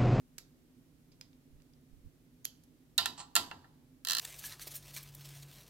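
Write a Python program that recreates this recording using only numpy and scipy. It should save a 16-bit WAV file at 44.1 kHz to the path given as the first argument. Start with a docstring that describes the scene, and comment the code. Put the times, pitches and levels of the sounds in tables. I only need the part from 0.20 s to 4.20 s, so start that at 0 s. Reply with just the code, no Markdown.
"""Ratchet at the workbench

A small steel ratchet ticks in the hands, close up, over the hiss and low hum of a quiet workshop.
Its socket knocks and scrapes onto a bolt in a metal block; the block rings and the bench booms.
Then the handle swings back and the pawl snaps over the teeth. Each contact is a fast-dying noise
burst coloured like steel, the block is a set of damped sines, and a short room tail sits behind."""
import sys
import numpy as np
from scipy import signal
from scipy.fft import rfft, irfft
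from scipy.io import wavfile
from scipy.ndimage import uniform_filter1d

SR = 44100
rng = np.random.default_rng(int(sys.argv[2]) if len(sys.argv) > 2 else 0)


def wav_record(signal):
    """Record a signal, one row per channel, as 16-bit PCM in the file named by sys.argv[1]."""
    frames = np.transpose(np.atleast_2d(signal))
    bounded = np.clip(frames, -1, 1)
    # unit amplitude maps onto the largest positive 16-bit level
    quanta = np.round(bounded * 32767).astype(np.int16)
    wavfile.write(sys.argv[1], SR, quanta)


N = 176400
TIME = np.arange(N) / SR
HZ = np.fft.rfftfreq(4096, 1 / SR)  # frequency grid of the EQ curves

# Room tone spectrum: freq_hz, gain_db
AIR_EQ = [(15, -39.5), (25, -6.5), (92, -12), (153, -5), (166, -13.5), (200, -28.5), (223, -10), (249, -1),
          (326, -13), (384, -16), (775, -28.5), (988, -31), (9070, -37.5), (14400, -36), (16000, -43)]
# Left-right likeness of the room tone: freq_hz, correlation
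AIR_LIKENESS = [(30, 0.33), (130, 1), (350, 0.82), (900, 0.1), (3000, 0.03)]
# Room tone, left against right: freq_hz, gain_db
AIR_LEFT_EQ = [(40, -1.5), (200, -4.0), (2000, -1.5)]
# Resonances of the room hum: centre_hz, width_hz, level_db
HUM_BANDS = [(153.1, 42, -68.5), (255.9, 9.6, -72.5)]
# Soft low bumps: peak_s, half_length_s, level_db
BUMPS = [(1.356, 0.051, -57), (1.765, 0.051, -57.5), (1.863, 0.023, -51.5)]
# Their spectrum: freq_hz, gain_db
BUMP_EQ = [(15, -2.5), (35, -3.5), (90, -10.5), (200, -25.5), (600, -57)]

# Ticks and tiny rubs of the tool in the hands:
# start_s, level_db, decay_s, ring_hz, ring_db, second_ring_hz, bass_db, treble_db
HAND_TICKS = [(0.1818, -13.5, 0.0025, 7870, 10, 1880, 7, -3.5),
              (0.1853, -15, .0007, 4320, 6, 1850, 4.5, 0.5), (.918, -29, 0.012, 4970, 9, 2390, -3, -14),
              (1.0113, -15.5, 0.0015, 5000, 13, 2380, 5.5, -9), (1.13, -34, 0.0024, 3450, 7, 2300, 6, -25),
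              (1.401, -37.5, 0.0034, 2860, 15, 1300, 15, -29), (1.42, -35.5, 0.0016, 6050, -4, 2970, 6, -4),
              (1.535, -37, .002, 5060, 12, 3500, -8, -11), (2.2452, -24, 0.0059, 6440, 20, 11500, -5, 0),
              (2.2513, -16.5, 0.0002, 6100, 13, 3100, 0, 4.5),
              (2.2532, -4, 0.00036, 11430, 18, 3160, -1, -3.5),
              (2.4362, -36.5, 0.004, 10800, 8, 3010, -6, 4.5)]
# Their shared spectrum: freq_hz, gain_db
TICK_EQ = [(300, -19.5), (800, -20), (1100, -18), (2500, -8), (4400, -2), (7000, 1), (9300, -9),
           (12000, -0.5), (16000, -13)]
# Shelves that tilt a contact's tone: freq_hz, weight
BASS_SHELF = [(1700, 0.94), (3200, 0.084)]
TREBLE_SHELF = [(4500, 0.033), (9000, 1.0)]

# Socket knocks on the bolt:
# start_s, level_db, ring_hz, ring_db, bass_db, treble_db, block_db, clank_decay_s
SOCKET_KNOCKS = [(2.779, 11, 3793, 16.5, -17.5, -4, 5.5, 0.016), (2.786, 8.5, 4720, 7.5, 2, -15, -1, 0.045),
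                 (2.8577, 7, 3830, 7, 0.5, -10, -4, 0.0049), (3.1535, 5.5, 7240, 7, -6, 2, 9, 0.0096),
                 (3.1631, 14, 4220, 4, 2.5, -6.5, -5.5, 0.015),
                 (3.3128, -12.5, 2760, 12.5, 19.5, -21, -12, 0.0057),
                 (3.444, -36.5, 1904, 3, 26, -19, -8, .01)]
# A knock's bright attack: freq_hz, gain_db
KNOCK_SNAP_EQ = [(100, -25), (550, -28), (900, -18), (1800, -7), (2300, -19), (2900, -8.5), (4300, -6),
                 (6000, -6), (7500, 2.5), (9500, -2), (13000, -0.5), (16000, -18.5)]
# A knock's clanking body: freq_hz, gain_db
KNOCK_CLANK_EQ = [(100, -24), (300, -24), (550, -26), (800, -6), (1130, -12.5), (1350, -9), (1560, -18.5),
                  (1850, -9), (2300, -17), (2800, -4), (4700, -4.5), (5700, -13), (7500, -18), (16000, -20)]
# Modes of the block with the socket on it: pitch_hz, level_db, t60_s
BLOCK_MODES = [(691, 0.5, 0.26), (914, -8.5, 0.22), (980, 3.5, 0.38), (1035, 7.5, 0.25), (1359, 12, 0.11),
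               (1804, 7.5, 0.055), (2743, 7, 0.052), (2940, 4, 0.27), (3510, -8.5, 0.26), (3690, 4.5, .15),
               (3700, 6, 0.12), (4200, 11.5, 0.064), (4560, -0.5, 0.23), (4870, 2, 0.17), (6400, -4, 0.075)]
# Boom of the bench under the block: freq_hz, gain_db
BENCH_EQ = [(50, -44.5), (90, -7.5), (140, -23.5), (245, -10), (330, -16), (450, -22), (600, -27.5),
            (1500, -80)]

# Envelope of the socket sliding round the bolt head: time_s, level_db
SCRAPE_ENVELOPE = [(2.967, -73), (2.979, -39.5), (3.003, -34), (3.024, -42), (3.044, -65)]
# Spectrum of the scrape: freq_hz, gain_db
SCRAPE_EQ = [(300, -10), (580, -17.5), (800, 2), (1000, 1), (1400, -6.5), (2250, -13.5), (2900, -3.5),
             (5000, -4.5), (6200, -10.5), (8000, 0.5), (9500, -25), (16000, -37)]
# How the scrape drives the block: freq_hz, gain_db
SCRAPE_BLOCK_EQ = [(1400, -3.5), (2500, -6)]

# The pawl drops off a tooth: start_s, level_db, body_db, ping_hz
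PAWL_CLICKS = [(3.8495, -5, -9.5, 11900), (3.871, -2.5, -5, 3250), (3.886, 0.5, -8, 12000),
               (3.8981, -0.5, -2, 5900), (3.9086, 3.5, -8, 7600), (3.919, 0.5, -5.5, 6140),
               (3.9326, -2, -3, 13800), (3.9498, 2, -7.5, 4200), (3.9688, -1, -4.5, 4270),
               (3.9839, -1, -4.5, 4560), (3.9962, -0.5, -6.5, 3600)]
# The pawl's attack: freq_hz, gain_db
PAWL_SNAP_EQ = [(300, -30.5), (1100, -22), (1800, 0), (2300, -23), (3200, -8.5), (5800, -2), (8000, -5),
                (9800, -9.5), (11800, -5), (12700, -17), (13700, -2.5), (16000, -15)]
# Ring of the ratchet head and extension: freq_hz, gain_db
PAWL_BODY_EQ = [(300, -21.5), (700, -11.5), (1350, -4.5), (1550, -11.5), (1810, -2.5), (2250, -17.5),
                (2800, 4.5), (3600, 2.5), (4250, 10), (5200, -2), (7800, -6), (10000, -12)]

# Decay of the workshop's short tail: freq_hz, t60_s
ROOM_DECAY = [(200, .4), (800, 0.38), (2000, 0.18), (4500, 0.21), (9000, 0.12), (15000, 0.14)]
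# Left-right likeness of contacts and reflections: freq_hz, correlation
MIC_LIKENESS = [(300, 1), (1200, 0.34), (3000, 0.8), (5000, 0.27), (9000, 0.16)]
# The tool in the left microphone against the right: freq_hz, gain_db
LEFT_MIC_EQ = [(200, -2.5), (600, 0), (1200, -2.5), (3000, -4.5), (5000, -4.5), (8500, -7.5), (13000, -4.5)]


def amp(db):
    """Decibels to gain."""
    return 10 ** (np.asarray(db) / 20)


def unit_rms(x):
    """Scales to an rms of one."""
    return x / np.sqrt(np.mean(x ** 2) + 1e-20)


def curve(points, hz=HZ):
    """Reads a table on a log-frequency axis."""
    freqs, values = np.transpose(points)
    return np.interp(np.log(hz + 1), np.log(freqs + 1), values)


def peak(hz, db, width_octaves=0.085):
    """A narrow resonant bump for an EQ curve."""
    return db * np.exp(-(np.log2((HZ + 1) / hz) / width_octaves) ** 2)


def eq(x, curve_db):
    """Minimum-phase EQ: nothing rings ahead of an attack."""
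    cepstrum = irfft(np.log(amp(np.maximum(curve_db, -100))))
    half = len(cepstrum) // 2
    taps = irfft(np.exp(rfft(np.r_[cepstrum[0], 2 * cepstrum[1:half], np.zeros(half)])))
    return signal.fftconvolve(x, taps[None], axes=1)[:, :x.shape[1]]


def place(mix, start_s, sound):
    """Drops a stereo sound into the mix."""
    part = mix[:, round(start_s * SR):][:, :sound.shape[1]]
    part += sound[:, :part.shape[1]]


def blend(shared, other, likeness):
    """Equal-power mix of two noises, correlated with the first by `likeness`."""
    return likeness * shared + np.sqrt(1 - likeness ** 2) * other


def stereo_noise(size, likeness):
    """White noise, partly alike left and right."""
    right, other = rng.standard_normal((2, size))
    return np.array([blend(right, other, likeness), right])


def mic_noise(size):
    """Noise at the two microphones: centred in the bass, wide in the treble."""
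    right, other = rfft(rng.standard_normal((2, size)))
    likeness = curve(MIC_LIKENESS, np.fft.rfftfreq(size, 1 / SR))
    return irfft(np.array([blend(right, other, likeness), right]), size)


def room_tone():
    """The bed: faint hiss, a low resonant hum and a few soft bumps, all shaped noise."""
    hz = np.fft.rfftfreq(N, 1 / SR)
    right, other = rfft(rng.standard_normal((2, N)))
    left = amp(curve(AIR_LEFT_EQ, hz)) * blend(right, other, curve(AIR_LIKENESS, hz))
    bed = amp(-64.5) * unit_rms(irfft(np.array([left, right]) * amp(curve(AIR_EQ, hz))))
    for centre_hz, width_hz, level_db in HUM_BANDS:
        hum = irfft(rfft(stereo_noise(N, 0.85)) / (1 + (2 * (hz - centre_hz) / width_hz) ** 2))
        bed += amp(level_db) * amp([[-2.5], [0]]) * unit_rms(hum)
    swell = sum(amp(db) * np.exp(-((TIME - peak_s) / half_s) ** 2) for peak_s, half_s, db in BUMPS)
    rumble = irfft(rfft(stereo_noise(N, 0.27)) * amp(curve(BUMP_EQ, hz)))
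    return bed + swell * amp([[-8], [3]]) * unit_rms(rumble)  # bumps lean right


def steel_contact(decay_s, curve_db, grain=None, rise_s=0.00015):
    """One contact: noise stands for crowded steel modes that start at once and die quickly."""
    t = TIME[:SR // 6]
    grain = mic_noise(len(t)) if grain is None else grain
    spectrum = rfft(grain * np.exp(-t / decay_s) * (1 - np.exp(-t / rise_s)))
    # Flatten the burst so that the EQ curve sets its tone and level.
    contour = np.sqrt(uniform_filter1d(abs(spectrum) ** 2, size=150, axis=1) + 1e-12)
    return eq(irfft(spectrum / contour) * (t < 0.15), curve_db)


def contact_tone(ring_hz, ring_db, bass_db, treble_db):
    """EQ given by the point of contact: one favoured ring, more or less bass and treble."""
    return peak(ring_hz, ring_db) + bass_db * curve(BASS_SHELF) + treble_db * curve(TREBLE_SHELF)


def hand_ticks(ring_share):
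    """Loose parts of the tool touch, damped by the fingers."""
    ticks = np.zeros((2, N))
    for start_s, level_db, decay_s, ring_hz, ring_db, second_hz, bass_db, treble_db in HAND_TICKS:
        tone = contact_tone(ring_hz, ring_share * ring_db, bass_db, treble_db) + peak(second_hz, db=7.5)
        place(ticks, start_s, steel_contact(decay_s, level_db + curve(TICK_EQ) + tone))
    return ticks


def socket_knocks(ring_share, snap_decay_s=0.0021):
    """The socket hits the bolt. Two stems: snap with clank, and block and bench ringing on."""
    hits, rings = np.zeros((2, 2, N))
    for start_s, level_db, ring_hz, ring_db, bass_db, treble_db, block_db, clank_s in SOCKET_KNOCKS:
        tone = level_db + contact_tone(ring_hz, ring_share * ring_db, bass_db, treble_db)
        snap = steel_contact(snap_decay_s, tone + curve(KNOCK_SNAP_EQ))
        clank = steel_contact(clank_s, tone + curve(KNOCK_CLANK_EQ))
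        place(hits, start_s, snap + clank)
        block = block_ring(level_db + block_db + contact_tone(ring_hz, 0, bass_db, treble_db))
        place(rings, start_s, block + bench_boom(level_db + bass_db))
    return hits, rings


def block_ring(drive_db, rise_s=0.0014):
    """The block's modes ring as damped sines, each as hard as the drive curve excites it."""
    t = TIME[:SR // 2]
    ring = np.zeros((2, len(t)))
    for pitch_hz, level_db, t60_s in BLOCK_MODES:
        phase = 2 * np.pi * rng.random() + 0.5 * rng.standard_normal((2, 1))
        damping = np.log(1000) / t60_s
        gain = amp(level_db + np.interp(pitch_hz, HZ, drive_db)) * 2 * damping / SR
        ring += gain * np.exp(-damping * t) * np.sin(2 * np.pi * pitch_hz * t + phase)
    return ring * (1 - np.exp(-t / rise_s))


def bench_boom(level_db, rise_s=0.02, decay_s=0.054):
    """The bench top's low boom swells and dies away under a knock."""
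    t = TIME[:SR // 2]
    boom = stereo_noise(len(t), 0.93) * np.exp(-t / decay_s) * (1 - np.exp(-t / rise_s))
    return eq(boom / np.linalg.norm(boom[1]), level_db + curve(BENCH_EQ))


def socket_scrape(slips_per_s=2900):
    """Tiny slips of steel on steel make a gritty rub and set the block ringing."""
    times_s, levels_db = np.transpose(SCRAPE_ENVELOPE)
    envelope = amp(np.interp(TIME, times_s, levels_db, left=-200, right=-200))
    slips = unit_rms(stereo_noise(N, 0.65) * (rng.random(N) < slips_per_s / SR))
    rub = eq(slips * envelope, curve(SCRAPE_EQ))
    return rub + signal.fftconvolve(rub, block_ring(curve(SCRAPE_BLOCK_EQ)), axes=1)[:, :N]


def pawl_clicks():
    """The pawl snaps down, ringing head, extension and block; a duller echo follows about 3 ms later."""
    snap_decay_s, body_decay_s, echo_decay_s = 0.0006, 0.006, 0.00073
    head_hz, echo_delay_s, echo_db, block_db = 1820, 0.0028, -2, -8
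    clicks = np.zeros((2, N))
    head_grain = mic_noise(SR // 6)
    block = block_ring(np.full(len(HZ), block_db))
    for start_s, level_db, body_db, ping_hz in PAWL_CLICKS:
        snap_tone = level_db + peak(ping_hz, db=8.5) + curve(PAWL_SNAP_EQ)
        body_tone = level_db + body_db + peak(head_hz, db=6) + curve(PAWL_BODY_EQ)
        grain = blend(head_grain, mic_noise(SR // 6), likeness=0.88)  # much the same ring every tooth
        place(clicks, start_s, steel_contact(snap_decay_s, snap_tone))
        place(clicks, start_s, steel_contact(body_decay_s, body_tone, grain))
        echo_s = start_s + echo_delay_s * rng.uniform(0.85, 1)
        place(clicks, echo_s, steel_contact(echo_decay_s, body_tone + echo_db, grain))
        place(clicks, start_s, amp(level_db) * block)
    return clicks


def workshop_reverb(send):
    """Early reflections from the bench, a short workshop tail and a faint late one."""
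    early_db, early_decay_s = -18, 0.006
    tail_db, late_db, late_stretch = -8.5, -15, 3.1
    t = TIME[:SR * 2 // 3]
    hz, frame_s, spectra = signal.stft(mic_noise(len(t)), SR, nperseg=256)
    fall_db = -60 * frame_s / curve(ROOM_DECAY, hz)[:, None]
    decay = amp(fall_db) + amp(late_db + fall_db / late_stretch)
    fade_in = np.clip((t - 0.004) / 0.0032, 0, 1)
    tail = signal.istft(spectra * decay, SR, nperseg=256)[1][:, :len(t)] * fade_in
    early = mic_noise(len(t)) * (t > 0.005) * np.exp(-t / early_decay_s)
    response = (amp(tail_db) * unit_rms(tail) + amp(early_db) * unit_rms(early)) / np.sqrt(len(t))
    return signal.fftconvolve(send, response, axes=1)[:, :N]


def pan_right(x, delay_samples=2):
    """The left microphone hears the tool later and softer."""
    left = eq(x[:1], curve(LEFT_MIC_EQ))[0]
    return np.array([np.pad(left, (delay_samples, 0))[:N], x[1]])


def scene():
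    """The mix: the tool and its reverb sit to the right, over the room tone."""
    hits, rings = socket_knocks(ring_share=1)
    clicks, scrape = pawl_clicks(), socket_scrape()
    # A contact's favoured ring is beamed at the microphone: the room gets half its boost in dB.
    room_hits, _ = socket_knocks(ring_share=0.5)
    room_ticks = hand_ticks(ring_share=0.5)
    reverb = workshop_reverb(room_hits + scrape + amp(-0.5) * room_ticks + amp(-2) * clicks)
    direct = hand_ticks(ring_share=1) + hits + rings + scrape + clicks
    return pan_right(direct + reverb) + room_tone()


def record(dry):
    """A steep low-pass trims the very top."""
    lowpass = signal.firwin(255, cutoff=16200, window=("kaiser", 8), fs=SR)
    return signal.oaconvolve(dry, lowpass[None], "same")


dry = scene()
out = record(dry)
wav_record(out)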